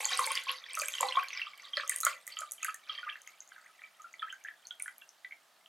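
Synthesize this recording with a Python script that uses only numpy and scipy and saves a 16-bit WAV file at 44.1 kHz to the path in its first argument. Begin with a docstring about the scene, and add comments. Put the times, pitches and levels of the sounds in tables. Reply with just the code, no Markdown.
"""Water poured from a bottle into a drinking glass on a table, close up, in a small quiet room.
The stream drags air under: each bubble rings briefly, small ones burst at the surface with sharp pops.
The air above the water rings along and climbs in pitch as the glass fills.
The splashing thins out to single plinks and whoops."""
import sys
import numpy as np
from scipy import signal
from scipy.io import wavfile
from scipy.ndimage import uniform_filter1d

SR = 44100
rng = np.random.default_rng(int(sys.argv[2]) if len(sys.argv) > 2 else 0)


def wav_record(signal):
    """Record a signal, one row per channel, as 16-bit PCM in the file named by sys.argv[1]."""
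    frames = np.transpose(np.atleast_2d(signal))
    bounded = np.clip(frames, -1, 1)
    # unit amplitude maps onto the largest positive 16-bit level
    quanta = np.round(bounded * 32767).astype(np.int16)
    wavfile.write(sys.argv[1], SR, quanta)


N = 250488
BAND_LIMIT_HZ, SWELL_S = 16200, .001


def gain_of(db):
    """Decibels to amplitude."""
    return 10 ** (np.asarray(db) / 20)


def unit_rms(x):
    """Scales to rms 1."""
    return x / np.sqrt(np.mean(x ** 2) + 1e-20)


def at_hz(points, hz):
    """Interpolates on a log frequency axis."""
    f, value = np.transpose(points)
    return np.interp(np.log(hz + 1), np.log(f + 1), value)


def follow(rows, column):
    """One column of a control curve, per sample."""
    rows = np.array(rows)
    return np.interp(np.arange(N) / SR, rows[:, 0], rows[:, column])


def add(mix, start_s, sound):
    """Mixes a sound in at start_s."""
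    part = mix[max(round(start_s * SR), 0):][:len(sound)]
    part += sound[:len(part)]


def colour(x, spectrum, size=4096):
    """Minimum-phase filter: attacks stay sharp."""
    log_gain = np.log(gain_of(at_hz(spectrum, abs(np.fft.fftfreq(size, 1 / SR)))))
    taps = np.fft.ifft(np.exp(np.conj(signal.hilbert(log_gain)))).real
    return signal.oaconvolve(x, taps[:size // 2])[:N]


def resonate(x, hz, width_hz):
    """Unity-gain resonance following the curve hz."""
    carrier = np.exp(2j * np.pi * np.cumsum(hz) / SR)
    pole = np.exp(-np.pi * width_hz / SR)
    return 2 * (carrier * signal.lfilter([1 - pole], [1, -pole], x / carrier + 1e-18)).real


# Room noise spectrum: (frequency [Hz], relative density [dB])
HUSH_SPECTRUM = [(15, -83), (25, -50), (157, -14.5), (476, -12.5), (659, -2), (1100, -6.5), (1260, -2),
                 (1480, -7.5), (1740, -5), (2350, -11.5), (3250, -9), (7710, -16.5), (14800, -20),
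                 (16000, -27)]


def room_hush(level_db=-67):
    """Faint steady noise of the room's air."""
    return gain_of(level_db) * unit_rms(colour(rng.standard_normal(N), HUSH_SPECTRUM))


# Reverb decay: (frequency [Hz], T60 [s])
ROOM_T60 = [(150, .55), (600, .25), (1500, .17), (3500, .18), (8000, .2), (15000, .22)]
# Reverb spectrum: (frequency [Hz], gain [dB])
ROOM_SPECTRUM = [(150, 1), (600, -2.5), (1500, -5), (3200, -7.5), (7000, -8.5), (15000, -10)]


def room_tail(x, size=22050, predelay_s=.003, rise_s=.0018):
    """Diffuse reflections, each band decaying at its own rate."""
    noise = rng.standard_normal(size) * np.clip((np.arange(size) / SR - predelay_s) / rise_s, 0, 1)
    hz, t, bands = signal.stft(noise, SR, nperseg=256)
    t60_s = at_hz(ROOM_T60, hz)[:, None]
    decay = gain_of(-60 * t / t60_s) * np.sqrt(2 * np.log(1000) / (t60_s * SR))  # unit energy
    bands = bands * decay * gain_of(at_hz(ROOM_SPECTRUM, hz))[:, None]
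    return signal.oaconvolve(x, signal.istft(bands, SR, nperseg=256)[1])[:N]


# Early reflections: (delay [s], gain [dB])
ECHOES = [(.0021, -15), (.0058, -18), (.0112, -19), (.0166, -12.5), (.0228, -22)]
# Their shared filter: (frequency [Hz], gain [dB])
ECHO_SPECTRUM = [(500, -12.5), (1200, -5), (3500, -6), (7000, -0.5), (14000, -11.5)]


def echoes(x):
    """Reflections off the table and nearby walls."""
    out, reflected = np.zeros(N), colour(x, ECHO_SPECTRUM)
    for delay_s, db in ECHOES:
        add(out, delay_s, gain_of(db) * reflected)
    return out


# Glass wall reflection: (frequency [Hz], gain [dB])
GLINT_SPECTRUM = [(1500, -38), (5000, -13), (9000, -14), (14000, -13.5)]


def wall_glint(x, delay_s=.0002):
    """The curved glass wall throws treble sideways."""
    out = np.zeros(N)
    add(out, delay_s, colour(x, GLINT_SPECTRUM))
    return out


# Air column over the rising water: (time [s], lowest mode [Hz], drive [dB])
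AIR_COLUMN = [(0, 510.4, 4), (1.1, 545, 0.5), (1.8, 544.6, 8), (2.4, 575, 8), (3.0, 585, 9.5),
              (4.2, 617, 2.5), (5.68, 813, -3)]
# Lengthwise modes: (ratio to lowest, nominal width [Hz], gain [dB])
AIR_MODES = [(1, 57.3, 3.5), (2.1, 71, -2)]
# Modes across the glass, independent of fill: (frequency [Hz], width [Hz], gain [dB])
CROSS_MODES = [(1970, 39, -21), (2300, 110, -16), (3145, 100, -7), (3610, 70, -13.5)]


def glass(water):
    """The shrinking air column rings with every splash; the small mouth radiates little bass."""
    lowest_hz, drive = follow(AIR_COLUMN, 1), water * gain_of(follow(AIR_COLUMN, 2))
    modes = np.zeros(N)
    for ratio, width_hz, db in AIR_MODES:
        hz = lowest_hz * ratio
        modes += gain_of(db) * resonate(resonate(drive, hz, 2 * width_hz), hz, 2 * width_hz)
    for hz, width_hz, db in CROSS_MODES:
        modes += gain_of(db) * resonate(water, np.full(N, hz), width_hz)
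    return signal.sosfilt(signal.butter(1, 260, "high", fs=SR, output="sos"), water + modes)


def bubble(hz, ring_s, glide_oct, surfacing_oct=.28, wobble_oct=.084, wobble_cycles=11):
    """An air pocket swells into its ring, glides (octaves per ring time) and chirps up as it surfaces."""
    t = np.arange(int(3.5 * ring_s * SR) + 2) / SR
    age = t / ring_s
    bend_oct = glide_oct * np.minimum(age, 2) + surfacing_oct * np.clip(age - 1, 0, 2) ** 2
    quiver = np.sin(2 * np.pi * (t * hz / wobble_cycles + rng.random()))  # the swirl deforms it
    bend_oct += wobble_oct * np.minimum(age, 1) * quiver
    cycles = np.cumsum(np.minimum(hz * 2 ** bend_oct, BAND_LIMIT_HZ)) / SR
    swell_s = min(max(SWELL_S, .8 / hz), ring_s / 3)
    swell = 1 - np.exp(-(t / swell_s) ** 2)
    return swell * np.exp(-age ** 1.7) * np.sin(2 * np.pi * cycles)


def snap(decay_s, size=900):
    """Noise burst of a tearing water film."""
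    t = np.arange(size) / SR
    return rng.standard_normal(size) * np.exp(-t / decay_s) * np.minimum(2 * t / SWELL_S, 1)


# Low hollow glugs: (time [s], pitch [Hz], level [dB], ring [s])
GULPS = [(.004, 790, -31.5, 0.0029), (0.027, 845, -41.5, 0.024), (.06, 866, -33, 0.0036),
         (0.12, 752, -39, 0.021), (0.192, 504, -46.5, 0.0095), (.266, 537, -43, 0.0062),
         (0.272, 881, -38, 0.035), (.31, 545, -49.5, 0.011), (0.494, 516, -59, 0.019),
         (.775, 624, -51, 0.053), (.818, 611, -38.5, 0.011), (1.008, 546, -41.5, 0.0095),
         (1.028, 793, -24, 0.0084), (1.028, 504, -40.5, 0.025), (1.032, 804, -37, 0.034),
         (1.172, 712, -33.5, 0.008), (1.772, 605, -42.5, 0.012), (2.066, 657, -38, 0.0097),
         (2.412, 656, -52, 0.014)]


def gulps():
    """The air in the glass rings briefly as the stream gulps, along with a few big bubbles."""
    out = np.zeros(N)
    for s, hz, db, ring_s in GULPS:
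        add(out, s, gain_of(db) * bubble(hz, ring_s, glide_oct=.033, surfacing_oct=.027, wobble_oct=.02))
    return out


# Rising bubbles: (time [s], length [s], start [Hz], end [Hz], start level [dB], end level [dB])
WHOOPS = [(.104, 0.031, 1095, 3930, -45.5, -33), (0.239, 0.0066, 3650, 4540, -35.5, -30),
          (0.367, 0.0098, 1787, 3420, -39, -25), (0.475, 0.019, 2212, 3220, -49, -28),
          (1.176, 0.024, 1146, 2750, -26.5, -42.5), (1.451, 0.02, 2200, 3290, -48, -42),
          (2.686, 0.011, 1345, 2710, -27, -39.5), (3.065, .035, 1148, 3250, -49, -35),
          (3.654, 0.017, 1720, 2490, -50, -56.5), (4.27, 0.033, 1590, 3060, -40.5, -53),
          (4.454, 0.029, 1736, 3290, -38, -59)]


def whoops(jostle=.41, rise_s=.0035, fade_s=.001):
    """A bubble rings higher as the water above it thins, levels off at the surface and dies."""
    out = np.zeros(N)
    for s, length_s, start_hz, end_hz, start_db, end_db in WHOOPS:
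        t = np.arange(int(2 * length_s * SR)) / SR
        progress = np.minimum(t / length_s, 1)
        sweep = np.sin(np.pi / 2 * progress ** 1.6) ** 2
        hz = start_hz * (end_hz / start_hz) ** sweep
        gate = np.minimum(t / rise_s, 1) * np.exp(-np.maximum(t - length_s, 0) / fade_s)
        swirl = unit_rms(uniform_filter1d(uniform_filter1d(rng.standard_normal(len(t)), 70), 50))
        level = gain_of(start_db + (end_db - start_db) * progress) * gate * (1 + jostle * swirl)
        add(out, s, level * np.sin(2 * np.pi * np.cumsum(hz) / SR))
    return out


# Surface bursts: (time [s], level [dB], pitch [Hz], crack re ping before filtering [dB])
POPS = [(0.039, -33, 7540, -22), (.054, -11, 6970, -35), (0.174, -18, 8600, -18), (0.194, -20.5, 9460, -7),
        (0.259, -24, 9250, -21), (0.265, -23, 8260, -4), (.278, -30, 7540, -15), (0.3175, -20, 9450, -11),
        (0.3528, -28, 5630, -2), (.437, -42.5, 10560, 0), (.516, -27, 11100, -31), (.733, -28, 8460, -20),
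        (0.752, -24.5, 6080, -7), (0.7905, -20.5, 8800, -7), (0.7972, -24.5, 6400, -13),
        (0.81, -23, 6250, -14), (0.8167, -22.5, 7200, -6), (0.858, -21.5, 7970, -30),
        (0.8833, -26, 12400, -0.5), (.922, -29.5, 6330, -22), (0.933, -29.5, 7320, -20),
        (.952, -29, 6450, -27), (1.0086, -15.5, 7420, -9.5), (1.235, -35.5, 12000, -14),
        (1.285, -34.5, 6440, -11.5), (1.577, -47.5, 12400, -2), (1.877, -27, 6400, -8),
        (1.8949, -15.5, 7820, -6), (1.8962, -14.5, 8870, -21), (1.961, -17.5, 9040, -10.5),
        (1.9852, -29, 8850, -4), (2.0036, -23.5, 6700, -3.5), (2.0101, -21, 11570, -3),
        (2.032, -25.5, 6740, -5), (2.0498, -11.5, 6790, -5), (2.2674, -35.5, 8100, -2.5),
        (2.277, -34, 12800, 1.5), (2.389, -22, 6900, -21), (2.4065, -32, 10720, -6),
        (2.5108, -33.5, 6800, -7), (2.5194, -26.5, 10300, -3), (2.534, -34, 11900, -13),
        (2.6301, -21, 6730, -19), (2.646, -22, 10900, -5.5), (2.7436, -34.5, 6460, 1.5),
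        (3.2178, -43, 6220, -4), (3.2748, -34, 6500, -13.5), (3.405, -30, 6400, -39),
        (3.476, -43, 6500, -16), (3.49, -44, 6900, -14), (4.0192, -40, 6700, -18), (4.13, -41.5, 6650, -26),
        (4.3256, -40.5, 6440, -7.5), (4.4394, -40.5, 6500, -10), (4.67, -31.5, 6350, -15),
        (4.7976, -32, 9100, -10.5), (4.8228, -19.5, 9750, -15.5), (4.8346, -40, 9650, -17),
        (4.878, -42, 7130, -6), (4.9814, -37, 11400, -12.5), (5.091, -37.5, 5900, -22)]
# Crack and spray filter: (frequency [Hz], gain [dB])
SPRAY_SPECTRUM = [(2000, -18.5), (5000, -15), (6000, 2), (6650, 6.5), (7500, 4), (8800, 6.5), (10000, 2),
                  (11600, 5.5), (12700, -5), (16000, -9)]


def pops(ring_s=.0013, glide_oct=.013, droplets=3, droplet_db=-19, droplet_ring_s=.00067, scatter_s=.064):
    """Tiny bubbles burst with a ping and a crack; flung droplets ping as they land."""
    pings, cracks = np.zeros(N), np.zeros(N)
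    for s, db, hz, crack_db in POPS:
        add(pings, s, gain_of(db) * bubble(hz, ring_s, glide_oct, surfacing_oct=0))
        add(cracks, s, gain_of(db + crack_db) * snap(decay_s=.0018))
        for lag, pitch in rng.random((droplets, 2)):
            droplet = bubble(6400 * 1.8 ** pitch, droplet_ring_s, glide_oct, surfacing_oct=0)
            add(pings, s + scatter_s * lag, gain_of(db + droplet_db) * droplet)
    return pings + colour(cracks, SPRAY_SPECTRUM)


# Distinct bubbles: (time [s], pitch [Hz], level [dB], ring [s])
PLINKS = [(.005, 2220, -30.5, 0.0051), (0.0444, 4560, -23, 0.0027), (.089, 3270, -31.5, 0.0078),
          (0.105, 5570, -32, 0.0034), (.191, 1226, -17, 0.0062), (0.211, 1009, -29.5, 0.014),
          (0.2238, 1006, -31, 0.014), (.252, 5300, -33, .003), (0.273, 2210, -25.5, 0.0046),
          (0.305, 1154, -30, 0.0068), (.305, 3230, -33, 0.0035), (.317, 3300, -32.5, 0.0046),
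          (0.354, 4880, -21, 0.002), (.375, 3050, -18, 0.0018), (0.468, 1060, -36.5, 0.0072),
          (0.489, 3870, -32, 0.0015), (.491, 1070, -31.5, 0.0063), (.494, 3040, -22, 0.0034),
          (0.504, 1164, -33.5, 0.0042), (0.505, 4260, -32, 0.0038), (0.639, 3520, -36.5, 0.0044),
          (.663, 1880, -38.5, 0.0034), (0.7437, 2590, -31, 0.0051), (0.772, 1324, -27, 0.011),
          (0.794, 1290, -30.5, 0.013), (.798, 4900, -24.5, 0.0017), (0.8176, 2494, -26, 0.0047),
          (0.833, 1654, -32, 0.0085), (0.884, 2540, -24, 0.0029), (.938, 3280, -25.5, 0.0024),
          (.952, 3190, -30, 0.0035), (0.983, 2930, -24.5, 0.0028), (1.005, 1020, -27.5, 0.012),
          (1.028, 1050, -17.5, 0.0054), (1.0849, 4220, -25, 0.0039), (1.089, 3445, -30, .004),
          (1.123, 2970, -21.5, 0.0028), (1.087, 1066, -37, 0.02), (1.109, 2150, -33, 0.005),
          (1.152, 1014, -32.5, 0.028), (1.156, 3510, -23.5, 0.0028), (1.17, 1114, -19, 0.014),
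          (1.195, 2500, -28, .003), (1.23, 1590, -29, 0.0043), (1.242, 2390, -33, 0.0047),
          (1.284, 4400, -31.5, 0.002), (1.305, 2720, -26, 0.0013), (1.329, 2220, -31.5, 0.0048),
          (1.332, 6000, -37, 0.0065), (1.372, 2350, -32.5, 0.0075), (1.374, 5260, -28, 0.002),
          (1.395, 2120, -27.5, 0.0024), (1.416, 2750, -24, 0.0055), (1.468, 1260, -37.5, 0.0084),
          (1.534, 2270, -38.5, .004), (1.597, 2153, -39, .004), (1.62, 6080, -43.5, 0.0032),
          (1.651, 3740, -38.5, 0.0037), (1.7335, 3274, -30.5, 0.012), (1.7701, 4400, -15, 0.0011),
          (1.771, 1352, -35.5, 0.015), (1.776, 1795, -25.5, 0.0047), (1.797, 1770, -20.5, 0.0023),
          (1.834, 1310, -32, 0.0075), (1.8968, 2130, -25.5, 0.0037), (1.919, 1814, -26, 0.0041),
          (2.032, 1332, -28.5, 0.017), (2.032, 4080, -32.5, 0.0061), (2.0656, 1400, -17, 0.0098),
          (2.066, 1138, -31, 0.0082), (2.0663, 2000, -26, 0.0052), (2.131, 2510, -35, 0.0034),
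          (2.276, 2060, -34, 0.0039), (2.321, 4550, -39.5, 0.008), (2.369, 3110, -28.5, 0.0037),
          (2.368, 1340, -44, 0.013), (2.391, 1307, -40, 0.0098), (2.418, 1407, -31, 0.0062),
          (2.431, 1257, -37, 0.0063), (2.58, 3160, -48, 0.0093), (2.629, 2580, -32, 0.0065),
          (2.63, 1357, -38, 0.0093), (2.646, 2010, -25, 0.0027), (2.649, 1570, -27.5, 0.0062),
          (2.682, 1326, -32, 0.01), (2.744, 1810, -38, 0.0065), (2.8932, 1295, -42, 0.0087),
          (2.8948, 3280, -29.5, 0.0085), (2.977, 3240, -38, 0.013), (2.985, 1175, -48.5, 0.014),
          (2.985, 1880, -35.5, 0.0062), (3.125, 2750, -39, 0.0064), (3.03, 1480, -34, 0.011),
          (3.058, 1234, -53.5, 0.022), (3.092, 1720, -33.5, 0.0077), (3.156, 1810, -30.5, 0.0024),
          (3.274, 2110, -36, 0.0034), (3.519, 1600, -38.5, 0.0039), (3.562, 1640, -41, 0.0049),
          (3.58, 1500, -45, 0.0054), (3.792, 1980, -47, 0.0046), (3.8187, 2080, -35, 0.0013),
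          (3.8365, 2367, -40.5, 0.0078), (3.996, 1253, -50.5, 0.029), (4.0428, 1404, -42.5, 0.024),
          (4.139, 2140, -36.5, 0.0036), (4.194, 3490, -38, 0.007), (4.221, 1740, -30, 0.0033),
          (4.2261, 1350, -30, 0.0088), (4.225, 3260, -39, 0.0057), (4.301, 3130, -39, 0.01),
          (4.326, 1584, -35.5, 0.01), (4.448, 1710, -33.5, 0.0067), (4.4847, 1850, -31.5, 0.0048),
          (4.508, 1734, -42.5, 0.01), (4.652, 4450, -44, 0.0044), (4.708, 3390, -29.5, 0.0037),
          (4.8, 2300, -30, 0.0025), (4.859, 1720, -33, 0.0048), (4.879, 2060, -32.5, 0.0043),
          (4.88, 1580, -30, 0.0029), (5.014, 3390, -50.5, .006), (5.018, 2805, -45, 0.006),
          (5.02, 1654, -51, .007), (5.246, 2037, -34, 0.0063), (5.248, 3580, -39, 0.0011),
          (5.309, 2230, -38, 0.0042), (5.3221, 2176, -35.5, 0.0062), (5.66, 3200, -40.5, 0.0017)]
# Pinch-off filter: (frequency [Hz], gain [dB])
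PINCH_SPECTRUM = [(40, -20), (300, -15.5), (550, -20), (1500, 16), (3200, 7), (5500, -10), (15000, -22)]


def plinks(sag_oct=-.054, full_snap_ring_s=.0029, plop_db=9, plop_width_hz=90):
    """Bubbles pinch off and sag in pitch as they are dragged down; each snap rings the upper air modes."""
    rings, tears = np.zeros(N), np.zeros(N)
    for s, hz, db, ring_s in PLINKS:
        add(rings, s, gain_of(db) * bubble(hz, ring_s, sag_oct))
        snap_db = db - 19.5 + .36 * (db + 16.5)  # loud bubbles snap harder
        size_gain = np.sqrt(min(ring_s / full_snap_ring_s, 1))
        add(tears, s, gain_of(snap_db) * size_gain * snap(decay_s=.0035))
    snaps = colour(tears, PINCH_SPECTRUM)
    modes_hz = [follow(AIR_COLUMN, 1) * AIR_MODES[1][0]] + [np.full(N, row[0]) for row in CROSS_MODES]
    plops = sum(resonate(snaps, hz, plop_width_hz) for hz in modes_hz)
    return rings + snaps + gain_of(plop_db) * plops


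def swarm(churn_db, per_s, low_hz, high_hz, cycles, spread_db, sizes=64):
    """Small bubbles of many sizes at an even level; harder churning crowds them closer."""
    out, crowding = np.zeros(N), np.cumsum(gain_of(churn_db / 2))
    per_size = int(per_s * N / SR / sizes)
    for hz in np.geomspace(low_hz, high_hz, sizes):
        ring_s = cycles * np.exp(.4 * rng.standard_normal()) / hz
        ping = bubble(hz, ring_s, glide_oct=rng.normal(0, .07), surfacing_oct=0)
        when, loudness, polarity = rng.random((600, 3))[:per_size].T
        gains = np.sign(polarity - .5) * gain_of(spread_db * np.minimum(-np.log(1 - loudness), 3))
        starts_s = np.searchsorted(crowding, when * crowding[-1]) / SR
        for s, gain in zip(starts_s, gains):
            add(out, s, gain * ping)
    local_power = abs(uniform_filter1d(out ** 2, size=2400))
    return out / np.sqrt(local_power + .0011 * np.mean(out ** 2))


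def splash_gain(start_s, length_s, rise_db_per_s=598.5, fall_db_per_s=219.5):
    """One splash flares up, holds and dies away."""
    t = np.arange(N) / SR
    db = np.minimum((t - start_s) * rise_db_per_s, (start_s + length_s - t) * fall_db_per_s)
    return gain_of(np.clip(db, -100, 0))


# Steady churn, easing as the water deepens: (time [s], bubbles [dB], spray [dB]), before trims
FLOW = [(0.0, -42, -45), (0.24, -41, -47.5), (0.52, -51, -68), (0.77, -49.5, -67.5), (0.92, -47, -50.5),
        (1.23, -45, -58.5), (1.36, -49, -70), (1.57, -54, -69), (1.98, -51.5, -59), (2.09, -62, -63),
        (2.34, -61.5, -67.5), (2.59, -60, -63.5), (2.85, -60, -72), (3.07, -56.5, -73),
        (3.31, -63.5, -70.5), (4.67, -65, -73.5), (4.84, -67, -70), (5.68, -72, -78)]
# The stream wavers and breaks: (time [s], length [s], bubbles [dB], spray [dB], pitch [Hz]), before trims
SPLASHES = [(0, .06, -45, -47, 2780), (0.115, .03, -33, -50, 4170), (0.189, .06, -43, -46, 2950),
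            (0.309, .07, -40, -53.5, 2680), (0.49, .02, -37, -59.5, 3900), (0.694, .04, -49, -72.5, 2730),
            (0.771, .09, -49, -51, 2570), (0.936, .14, -45, -55, 4050), (1.329, .08, -44.5, -71, 3000),
            (1.62, .05, -53, -75.5, 3510), (1.77, .04, -43, -65, 3100), (1.91, .04, -46, -54.5, 2260),
            (2.062, .025, -37, -53, 2040), (2.289, .04, -52.5, -68, 3500), (2.369, .06, -53, -66, 3650),
            (2.628, .04, -47, -59, 2650), (2.888, .06, -46, -78.5, 3500), (2.98, .15, -52, -81.5, 2300),
            (3.271, .03, -58, -70, 2380), (3.522, .17, -62, -76.5, 1770), (3.835, .04, -63, -82, 2100),
            (4.221, .1, -59, -82, 2530), (4.811, .06, -62, -66, 2060)]


def churn(bubbles_trim_db=-5.5, spray_trim_db=-6, splash_trim_db=-5):
    """Bubble and spray levels in dB: power sum of steady flow and splashes."""
    power = gain_of([follow(FLOW, 1) + bubbles_trim_db, follow(FLOW, 2) + spray_trim_db]) ** 2
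    for s, length_s, bubbles_db, spray_db, _ in SPLASHES:
        power += (gain_of([[bubbles_db + splash_trim_db], [spray_db]]) * splash_gain(s, length_s)) ** 2
    return 10 * np.log10(power)


# Small-bubble filter: (frequency [Hz], relative gain [dB])
GURGLE_SPECTRUM = [(200, -44.5), (450, 9.5), (800, -20.5), (1200, -4.5), (2200, 3.5), (3300, 7),
                   (4400, 9.5), (5800, 3.5), (9000, -32)]


def stream(gurgle_trim_db=-1, cloud_trim_db=-11, cloud_oct=.34, tiny_hz=3770, tiny_db_per_s=-1.5):
    """The landing stream churns up froth and spray; each splash adds a cloud of like-sized bubbles."""
    bubbles_db, spray_db = churn()
    froth = swarm(bubbles_db, per_s=2600, low_hz=820, high_hz=6765, cycles=9.3, spread_db=7.5)
    spray = swarm(spray_db, per_s=1600, low_hz=5000, high_hz=15000, cycles=12, spread_db=9.5)
    # the fall shortens as the glass fills, so the tiniest bubbles fade
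    large = signal.sosfiltfilt(signal.butter(3, tiny_hz, fs=SR, output="sos"), froth)
    froth = large + (froth - large) * gain_of(tiny_db_per_s * np.arange(N) / SR)
    out = unit_rms(colour(froth, GURGLE_SPECTRUM)) * gain_of(bubbles_db + gurgle_trim_db)
    out += unit_rms(colour(spray, SPRAY_SPECTRUM)) * gain_of(spray_db)
    for s, length_s, db, _, hz in SPLASHES:
        band = signal.butter(2, [hz / 2 ** cloud_oct, hz * 2 ** cloud_oct], "band", fs=SR, output="sos")
        span = slice(max(int((s - .1) * SR), 0), int((s + length_s + .25) * SR))
        cloud = unit_rms(signal.sosfilt(band, froth[span]))
        out[span] += gain_of(db + cloud_trim_db) * splash_gain(s, length_s)[span] * cloud
    return out


def scene(room_side_db=-8, hush_side_db=-10):
    """The glass stands almost straight ahead; its wall and the room add a little width."""
    direct = glass(plinks() + whoops() + gulps() + pops() + stream())
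    mid = direct + room_tail(direct) + room_hush() + echoes(direct)
    side = gain_of(room_side_db) * room_tail(direct) + gain_of(hush_side_db) * room_hush()
    side += wall_glint(direct)
    return np.array([mid + side, mid - side]) * gain_of([[-.4], [.4]])


def record(dry):
    """Microphone bass roll-off, then the band limit."""
    thin = signal.sosfilt(signal.butter(1, 110, "high", fs=SR, output="sos"), dry)
    lowpass = signal.firwin(511, BAND_LIMIT_HZ, window=("kaiser", 9), fs=SR)
    return signal.oaconvolve(thin, lowpass[None], "same")


dry = scene()
out = record(dry)
wav_record(out)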